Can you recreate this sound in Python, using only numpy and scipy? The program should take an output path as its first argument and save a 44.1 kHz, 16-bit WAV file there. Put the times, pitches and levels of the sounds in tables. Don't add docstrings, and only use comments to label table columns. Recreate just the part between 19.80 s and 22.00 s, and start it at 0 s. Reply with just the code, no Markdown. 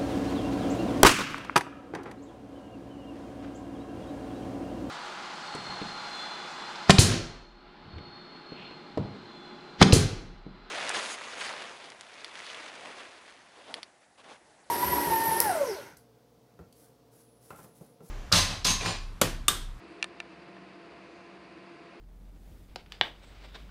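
import sys
import numpy as np
from scipy import signal
from scipy.fft import rfft, irfft
from scipy.io import wavfile

SR = 44100
rng = np.random.default_rng(int(sys.argv[2]) if len(sys.argv) > 2 else 0)


def wav_out(sig):
    wavfile.write(sys.argv[1], SR, np.round(np.clip(np.atleast_2d(sig).T, -1, 1) * 32767).astype(np.int16))


N = 97020


def undb(db):
    return 10 ** (np.asarray(db) / 20)


def level(x, db):
    return x * undb(db) / np.sqrt(np.mean(x ** 2))


def noise(gain):
    hz = np.maximum(np.fft.rfftfreq(N, 1 / SR), 1)
    return level(irfft(rfft(rng.standard_normal(N)) * gain(hz)), 0)


def band(hz, width_hz):
    return noise(lambda f: 1 / (1 + ((f * f - hz * hz) / (f * width_hz)) ** 2))


def drift(rate_hz):
    return noise(lambda f: np.exp(-(f / rate_hz) ** 2))


def fade(age, fade_s):
    return (age >= 0) * np.exp(-np.log(1000) * np.maximum(age, 0) / fade_s)


def room():
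    # pitch_hz, relative_db
    air_shape = [(25, -22), (50, -45), (110, -7.5), (140, -3), (230, -1), (350, 3.5), (560, -0.5),
                 (850, -3), (1100, -2.5), (1500, -5), (2650, -5.5), (3150, -14.5), (4000, -15.5),
                 (4700, -14), (5500, -24), (7800, -32), (8700, -31), (10400, -36.5), (11500, -50.5)]
    # pitch_hz, width_hz, level_db
    resonances = [(69.4, 19, -73.5), (168.4, 43, -66.5), (189.3, 8, -62.5), (247.3, 24, -72.5),
                  (320.2, 35, -59.5), (418, 30, -67.5), (495, 22, -69.5)]
    air_hz, air_db = np.array(air_shape).T
    air = noise(lambda f: undb(np.interp(np.log(f), np.log(air_hz), air_db)))
    drone = sum(undb(db) * band(hz, width) for hz, width, db in resonances)
    wavering_db = -53 + 0.45 * drift(rate_hz=36)
    return undb(wavering_db) * air + drone


def fan():
    # multiple of blade_hz, level_db
    tones = [(1, -58.5), (2, -61.5), (3, -68)]
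    blade_hz, wander, flutter_db = 343.9, 0.00525, 2.5
    pitch_hz = blade_hz * (1 + wander * drift(rate_hz=7.7))
    phase = 2 * np.pi * np.cumsum(pitch_hz) / SR
    return sum(level(np.sin(multiple * phase) * undb(flutter_db * drift(rate_hz=44)), db)
               for multiple, db in tones)


def rustle(t):
    # middle_s, half_length_s, level_db, pitch_hz, width_hz
    rustles = [(0.116, 0.079, -78.5, 8400, 4000), (0.247, 0.034, -73.5, 7760, 5000),
               (1.36, 0.17, -78.5, 6300, 1100)]
    rough_db = 2
    out = np.zeros(N)
    for middle_s, half_s, db, hz, width in rustles:
        grains = band(hz, width) * undb(rough_db * drift(rate_hz=150))
        swell = np.exp(-((t - middle_s) / half_s) ** 2)
        out += swell * level(grains, db)
    return out


def ring(age, tones, tilt_db=0):
    rise_s, pivot_hz = 0.00011, 2700
    push = 1 - np.exp(-np.maximum(age, 0) / rise_s)
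    out = np.zeros(N)
    for k, (hz, db, fade_s) in enumerate(tones):
        gain = (-1) ** k * undb(db + tilt_db * np.log2(hz / pivot_hz))
        out += gain * fade(age, fade_s) * np.sin(2 * np.pi * hz * age)
    return push * out


def terrarium(sound, t):
    delay_s, pitch_hz, width_hz, echo_db = 0.002, 1600, 1800, -14
    echo = fade(t - delay_s, fade_s=0.035) * band(pitch_hz, width_hz)
    echo_strength = np.sqrt(np.sum(echo ** 2) * SR / (2 * width_hz))
    echo *= undb(echo_db) / echo_strength
    return sound + signal.fftconvolve(sound, echo)[:N]


def cracks(t):
    # start_s, shell_db, tilt_db_per_octave, tick_db, snap_db, knock_db, bounce_db
    breaks = [(0.2268, -19, 0.5, -33, -28, -45.5, -7), (0.2426, -31, 1.5, -31, -30.5, -36, -42),
              (0.4019, -28.5, -3, -43, -49, -44.5, -11), (0.7662, -64, -11, -77, -70, -54.5, 7)]
    # pitch_hz, relative_db, fade_s
    shell_tones = [(800, -29.5, 0.047), (1374, -12, 0.03), (1764, -16, 0.035), (2150, -12, 0.031),
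                   (2365, -5, 0.025), (2757, 4.5, 0.0098), (3420, -21, 0.016), (3668, -2, 0.013),
                   (4054, -5, 0.0087), (4820, -10, 0.012), (5725, -8.5, 0.01), (6540, -16.5, 0.011),
                   (7400, -14.5, 0.0096)]
    # pitch_hz, relative_db, fade_s
    jaw_tones = [(680, 1.5, 0.025), (1225, 0, 0.025), (1777, -1, 0.032)]
    # pitch_hz, relative_db, fade_s
    snap_tones = [(3678, 6.5, 0.012), (4370, -16.5, 0.029)]
    # pitch_hz, relative_db, fade_s
    tick_tones = [(8510, 0.3, 0.0051), (9530, -5.5, 0.0062), (10520, -11.5, 0.004)]
    bounce_s, low_cut_hz = 0.00117, 500
    out = np.zeros(N)
    for start_s, shell_db, tilt_db, tick_db, snap_db, knock_db, bounce_db in breaks:
        age = t - start_s
        crack = undb(shell_db) * ring(age, shell_tones, tilt_db)
        crack += undb(knock_db) * ring(age, jaw_tones)
        crack += undb(snap_db) * ring(age, snap_tones)
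        crack += undb(tick_db) * ring(age, tick_tones)
        bounce = undb(bounce_db) * np.interp(t - bounce_s, t, crack, left=0)
        out += crack + bounce
    return signal.sosfilt(signal.butter(2, low_cut_hz, "high", fs=SR, output="sos"), out)


def scene():
    t = np.arange(N) / SR
    return (terrarium(cracks(t), t) + rustle(t) + fan() + room())[None]


def record(dry):
    top_hz = 11100
    return signal.sosfilt(signal.ellip(8, .2, 70, top_hz, fs=SR, output="sos"), dry)


dry = scene()
out = record(dry)
wav_out(out)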